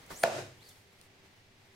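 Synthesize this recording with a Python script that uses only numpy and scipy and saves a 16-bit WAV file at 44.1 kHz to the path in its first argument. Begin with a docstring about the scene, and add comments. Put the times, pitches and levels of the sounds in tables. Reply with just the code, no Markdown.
"""In a quiet office, a long cardboard tube is stood down hard on a wooden floor.
Its rim grazes the boards, crushes and lands with one hollow knock that echoes round the room.
A padded nylon jacket rustles, swishes and makes zipping sounds as the arms move, and the tube's wrapping
gets one small tap. Ventilation rushes softly behind it all. A limiter (an automatic volume control)
turns the knock down and lets the echo swell back."""
import sys
import numpy as np
from scipy.fft import rfft, irfft
from scipy.io import wavfile
from scipy.ndimage import uniform_filter1d, minimum_filter1d

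SR = 44100
rng = np.random.default_rng(int(sys.argv[2]) if len(sys.argv) > 2 else 0)


def unload_audio(sound):
    """Save the sound as a 16-bit wav file, at the path given as the first command line argument."""
    columns = np.transpose(np.atleast_2d(sound))
    # keep every value between -1 and 1, then stretch to whole-number steps
    steps = np.round(np.clip(columns, -1, 1) * 32767)
    wavfile.write(sys.argv[1], SR, steps.astype(np.int16))


N = 77175
TIME = np.arange(N) / SR
HZ = np.maximum(np.arange(N + 1) * SR / (2 * N), 1)

# The bright hiss of rubbing nylon. Each row: frequency in Hz, level in dB.
NYLON_HISS = [(2000, -14), (5000, 1.5), (9000, 3.5), (12000, 1.5), (15500, -3.5)]


def tube_knock(room):
    """The rim's push on the floor makes the tube ring, and the room answers with echoes."""
    # The tube stands to the right. Each row: frequency in Hz, left level minus right level in dB.
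    balance = [(100, 0.5), (650, -3.5), (1500, 3), (3000, -7), (8000, 5.5)]
    # How strongly the knock fills the room. Each row: frequency in Hz, level in dB.
    echo_levels = [(40, -51), (100, -20.5), (200, -32), (400, -15), (520, -10), (650, -6), (830, -14),
                   (1050, -16), (1300, -22), (1550, -15.5), (2000, -21.5), (3000, -25), (4400, -28.5),
                   (6500, -29.5), (9000, -35), (12000, -42), (15000, -48.5)]
    body = tube_body()
    balance_db = at_hz(balance, HZ)
    sides = from_db([balance_db / 2, -balance_db / 2])
    left_lag_rad = .5 * np.abs(resonance(1000, 2000))
    direct = np.array([np.exp(-1j * left_lag_rad), delay(0)])
    paths = body * sides * (direct + wall_echoes()) + room * from_db(at_hz(echo_levels, HZ))
    return filtered(rim_force(body), paths)


def tube_body():
    """Tube and floor ring briefly. Their bending waves carry high notes faster, giving a falling 'tock'."""
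    # The notes they ring at. Each row: frequency in Hz, width in Hz, level in dB.
    notes = [(40, 190, -32.5), (160, 223, -20), (545, 106, -3.5), (694.5, 181, -1), (1500, 310, -9),
             (1720, 135, -7), (2217, 450, -17.5), (3374, 180, -20), (4406, 346, -17.5), (6050, 3300, -34),
             (9340, 870, -26), (13500, 5000, -43)]
    power = sum(np.abs(from_db(db) * resonance(hz, width) ** 2) ** 2 for hz, width, db in notes)
    # Keeping one half of the cepstrum (the log spectrum turned into time) stops sound before the blow.
    cepstrum = irfft(np.log(power + 1e-12))[:N]
    cepstrum[0] /= 2
    travel_s = .002 * np.sqrt(1000 / np.maximum(HZ, 65))  # 2 ms at 1000 Hz, longer for low notes
    travel_phase = 2 * np.pi * np.cumsum(travel_s) * SR / (2 * N)
    return np.exp(spectrum(cepstrum) - 1j * travel_phase)


def rim_force(body):
    """Blows are single clicks and scrapes are many tiny slips, each sized by its sound in the tube."""
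    # The rim touches, then lands. Each row: time in seconds, level in dB.
    landings = [(0.1041, -38), (0.2357, 2)]
    # The rim scrapes. Each row: start in seconds, length in seconds, level in dB.
    scrapes = [(0.1070, 0.011, -53.5), (0.2256, 0.015, -44.5), (0.2327, 0.0039, -14)]
    slips_per_s, tilt_db_per_octave = 6100, 0.5
    blows = irfft(sum(from_db(db) * delay(s) for s, db in landings))[:N]
    blows /= np.abs(irfft(body)).max()
    slips = rng.standard_normal(N) * (rng.random(N) < slips_per_s / SR)
    slips = filtered(slips, from_db(tilt_db_per_octave * np.log2(HZ)))
    slips /= filtered(slips, body).std()
    return blows + bursts(scrapes) * slips


def rim_crackle():
    """Paper fibres crackle as the rim is crushed."""
    # Each row: start in seconds, length in seconds, level in dB.
    crushes = [(0.2330, 0.0041, -26.5), (0.2364, .0036, -12.5)]
    # The crackle's tone. 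Each row: frequency in Hz, level in dB.
    tone = [(900, -2), (2200, 9), (3400, -9.5), (4400, -1.5), (5500, -10), (8000, -4), (9500, -10.5),
            (11200, -8), (13500, -4), (16000, -16.5)]
    return bursts(crushes) * coloured_noise(tone)


def rim_scuffs():
    """The rim first scuffs the boards, duller and less hollow than the knock."""
    # Each row: start in seconds, length in seconds, level in dB.
    scuffs = [(0.1048, 0.02, -44.5), (0.1185, 0.028, -50)]
    # The scuff's tone. Each row: frequency in Hz, level in dB.
    tone = [(70, -19), (160, 10), (260, -15), (380, 15.5), (550, -15), (950, 8), (1500, 1.5), (2100, -29),
            (3000, -18), (8000, -25)]
    return bursts(scuffs) * coloured_noise(tone)


def nylon_zips():
    """Threads click over threads so fast that they whistle; a faster arm gives a higher pitch."""
    # One list for each arm stroke. Each row: time in seconds, pitch in Hz, level in dB.
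    strokes = [
        [(.115, 5400, -65), (.150, 5640, -61), (.170, 6870, -49.5), (.192, 8870, -56), (.210, 9450, -47.5),
         (.235, 8860, -53)],
        [(.590, 2768, -73.5), (.626, 4120, -60), (.645, 4770, -70), (.668, 4560, -65), (.690, 4165, -65.5),
         (.725, 2800, -70)],
    ]
    pitch_jitter, flicker_db, octave_db, fade_s = 0.023, 3, -15, .006
    out = 0
    for stroke in strokes:
        s, hz, db = np.transpose(stroke)
        pitch = uniform_filter1d(np.interp(TIME, s, hz), size=600)
        pitch *= 1 + pitch_jitter * wobble(hz=900)
        phase = 2 * np.pi * np.cumsum(pitch) / SR
        whistle = unit_power(np.sin(phase) + from_db(octave_db) * np.sin(2 * phase))
        fade = np.clip(np.minimum(TIME - s[0], s[-1] - TIME) / fade_s + .5, 0, 1)
        level = from_db(np.interp(TIME, s, db) + flicker_db * wobble(hz=250))
        out = out + fade * level * whistle
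    return out


def sleeve_swishes():
    """The sleeves rub and give quick, bright puffs of noise."""
    # Each row: time of the peak, rise time and fall time in seconds, then level in dB.
    puffs = [(0.063, 0.00067, 0.0036, -57), (0.114, 0.0073, 0.02, -51.5), (.215, 0.058, .02, -52.5),
             (0.686, 0.075, 0.017, -62.5), (0.692, .003, 0.0059, -53)]
    level = sum(from_db(db) * np.exp(-np.maximum((s - TIME) / rise, (TIME - s) / fall))
                for s, rise, fall, db in puffs)
    return level * coloured_noise(NYLON_HISS)


def jacket_rustle():
    """The jacket rubs softly as its wearer moves, and the level flickers a little."""
    # The soft part of the rustle. Each row: time in seconds, level in dB.
    soft_levels = [(0, -57), (.09, -57.5), (.115, -45), (.15, -54.5), (.23, -54.5), (.32, -54.5),
                   (.55, -61.5), (.69, -62.5), (.85, -69), (1.0, -65.5), (1.15, -66.5), (1.26, -62),
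                   (1.38, -68.5), (1.58, -69.5), (1.68, -64), (1.75, -63)]
    # Its tone. Each row: frequency in Hz, level in dB.
    soft_tone = [(150, -0.5), (400, -1), (800, -3.5), (1350, -6.5), (1750, -4), (2050, -2), (2600, -9),
                 (4000, -9.5), (6500, -15), (10000, -23), (15000, -24)]
    # The bright part. Each row: time in seconds, level in dB.
    bright_levels = [(0, -66.5), (.55, -114), (.78, -71), (.85, -76.5), (.95, -76), (1.05, -70),
                     (1.15, -99), (1.25, -79), (1.45, -81.5), (1.75, -75)]
    flicker_db = 1.5
    soft = from_db(np.interp(TIME, *np.transpose(soft_levels))) * coloured_noise(soft_tone)
    bright = from_db(np.interp(TIME, *np.transpose(bright_levels))) * coloured_noise(NYLON_HISS)
    return (soft + bright) * from_db(flicker_db * wobble(hz=29))


def wrapping_tap():
    """A small tap on the tube's wrapping makes a dry tick."""
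    # Each row: start in seconds, level in dB.
    taps = [(1.0135, -43.5)]
    # The tick's tone. Each row: frequency in Hz, level in dB.
    tone = [(700, -24), (2000, -2), (5000, 3), (6800, 1), (9000, 5), (11000, -20), (15000, -5)]
    decay_s = .0008
    level = sum(from_db(db) * (TIME > s) * np.exp(-np.abs(TIME - s) / decay_s) for s, db in taps)
    return level * coloured_noise(tone)


def wall_echoes():
    """Sound bounces back dull from walls and ceiling, and rings between them at a few notes."""
    # Single bounces. Each row: delay in seconds, level in dB.
    bounces = [(.0062, -5.5), (.0178, -14), (0.0232, -20), (.0388, -8.5), (.0605, -14), (0.0853, -21),
               (.1195, -30)]
    # The room's own notes (standing waves). Each row: pitch in Hz, level in dB, seconds to fade by 60 dB.
    notes = [(133, 10, 0.69), (226.6, 12, 0.38), (355, 20, .5), (440.6, -6, .45), (592, 9.5, 0.31),
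             (627.5, -6, 0.52), (669, -1.5, 0.23), (830, -5, 0.33), (909, 10, 0.28)]
    dull_above_hz = 920
    echoes = sum(from_db(db) * delay(s) for s, db in bounces) / (1 + (HZ / dull_above_hz) ** 4)
    ringing = sum(from_db(db) * resonance(hz, np.log(1000) / (np.pi * fade_s)) for hz, db, fade_s in notes)
    return echoes + ringing


def office_reverb():
    """Countless echoes blur into a tail that builds up, then fades at its own rate in each octave."""
    # Each row: frequency in Hz, seconds to fade by 60 dB.
    fade_times = [(120, 0.83), (350, 0.44), (700, 0.3), (2000, 0.39), (6000, 0.44), (15000, 0.39)]
    gap_s, build_s = .005, 0.002
    noise = diffuse_noise()
    age = np.maximum(TIME - gap_s, 0)
    octaves_hz = 125 * 2. ** np.arange(8)
    tail = 0
    for hz, this_octave in zip(octaves_hz, np.eye(len(octaves_hz))):
        band = filtered(noise, np.interp(np.log(HZ), np.log(octaves_hz), this_octave))
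        envelope = (1 - np.exp(-age / build_s)) * from_db(-60 * age / at_hz(fade_times, hz))
        tail = tail + band * envelope / np.linalg.norm(envelope)
    return spectrum(tail)


def ventilation():
    """Moving air makes a low rush, and the fan adds a faint note."""
    # The air's tone. Each row: frequency in Hz, level in dB.
    tone = [(20, -4), (40, -76), (62, -13.5), (95, 1), (170, -9), (310, -13), (385, -18.5), (470, -15),
            (1200, -20.5), (2100, -15), (5000, -22.5), (15000, -43)]
    air = from_db(-63) * coloured_noise(tone)
    fan = from_db(-74) * diffuse_noise(resonance(hz=387.8, width_hz=3.7))
    return air + fan


def bursts(rows):
    """The level over time of short contacts that start at once, sag and stop."""
    return sum(from_db(db) * np.exp(-np.abs(TIME - s) / length) * (TIME > s)
               * np.clip((s + length - TIME) * 2 / length + .5, 0, 1)
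               for s, length, db in rows)


def diffuse_noise(colour=1):
    """Stereo noise from all around: the two sides share the low notes but hardly the high ones."""
    # Each row: frequency in Hz, how alike left and right are (0 unrelated, 1 the same).
    likeness = [(60, 1), (200, 0.87), (600, 0.65), (1500, .05), (5000, 0.17), (15000, 0.16)]
    alike = np.clip(at_hz(likeness, HZ), -1, 1)
    mid, side = filtered(rng.standard_normal((2, N)), colour * np.sqrt([1 + alike, 1 - alike]))
    return unit_power(np.array([mid + side, mid - side]))


def coloured_noise(tone):
    """Stereo noise shaped by a table of frequencies and levels."""
    return diffuse_noise(from_db(at_hz(tone, HZ)))


def wobble(hz):
    """A random wavering of typical size 1, mostly slower than the given rate."""
    return unit_power(filtered(rng.standard_normal(N), 1 / (1 + (HZ / hz) ** 2)))


def resonance(hz, width_hz):
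    """A filter that rings at one note, with gain 1 at its peak."""
    return 1 / (1 + 1j * (HZ ** 2 - hz ** 2) / (HZ * width_hz))


def delay(s):
    """A filter that makes a sound arrive s seconds later."""
    return np.exp(-2j * np.pi * HZ * s)


def filtered(x, response):
    """Pass a sound through a filter, given as one gain for each frequency."""
    return irfft(spectrum(x) * response)[..., :N]


def spectrum(x):
    """Split a sound into the frequencies listed in HZ."""
    return rfft(x, 2 * N)


def at_hz(points, hz):
    """Read between a table's rows, with octaves evenly spaced."""
    row_hz, value = np.transpose(points)
    return np.interp(np.log(hz), np.log(row_hz), value)


def unit_power(x):
    """Scale a signal to an average power of 1."""
    return x / np.sqrt(np.mean(x ** 2) + 1e-20)


def from_db(db):
    """Turn decibels into a number to multiply by."""
    return 10 ** (np.asarray(db) / 20)


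def scene():
    """The tube and the jacket sound in the office, over the ventilation."""
    cloth_echo_db, tap_echo_db = -2, -9
    room = office_reverb()
    scuffs = rim_scuffs()
    cloth = filtered(nylon_zips() + sleeve_swishes(), 1 + from_db(cloth_echo_db) * room)
    tap = filtered(wrapping_tap(), 1 + from_db(tap_echo_db) * room)
    return tube_knock(room) + rim_crackle() + scuffs + cloth + tap + jacket_rustle() + ventilation()


def record(dry):
    """A limiter turns loud peaks down, holds, then recovers; the very highest treble is cut."""
    limit_db, release_db_per_s, cutoff_hz = -9.4, 155, 15900
    hold, look_ahead = int(0.056 * SR), int(0.0039 * SR)
    peak_db = 20 * np.log10(np.abs(dry).max(axis=0) + 1e-9)
    over_db = np.maximum(peak_db - limit_db, 0)
    held_db = -minimum_filter1d(-over_db, hold, origin=(hold - 1) // 2)
    recovery_db = release_db_per_s * TIME
    cut_db = np.maximum.accumulate(held_db + recovery_db) - recovery_db
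    cut_db = uniform_filter1d(-minimum_filter1d(-cut_db, look_ahead), look_ahead)  # ease in before a peak
    return filtered(dry * from_db(-cut_db), 1 / (1 + (HZ / cutoff_hz) ** 160))


dry = scene()
out = record(dry)
unload_audio(out)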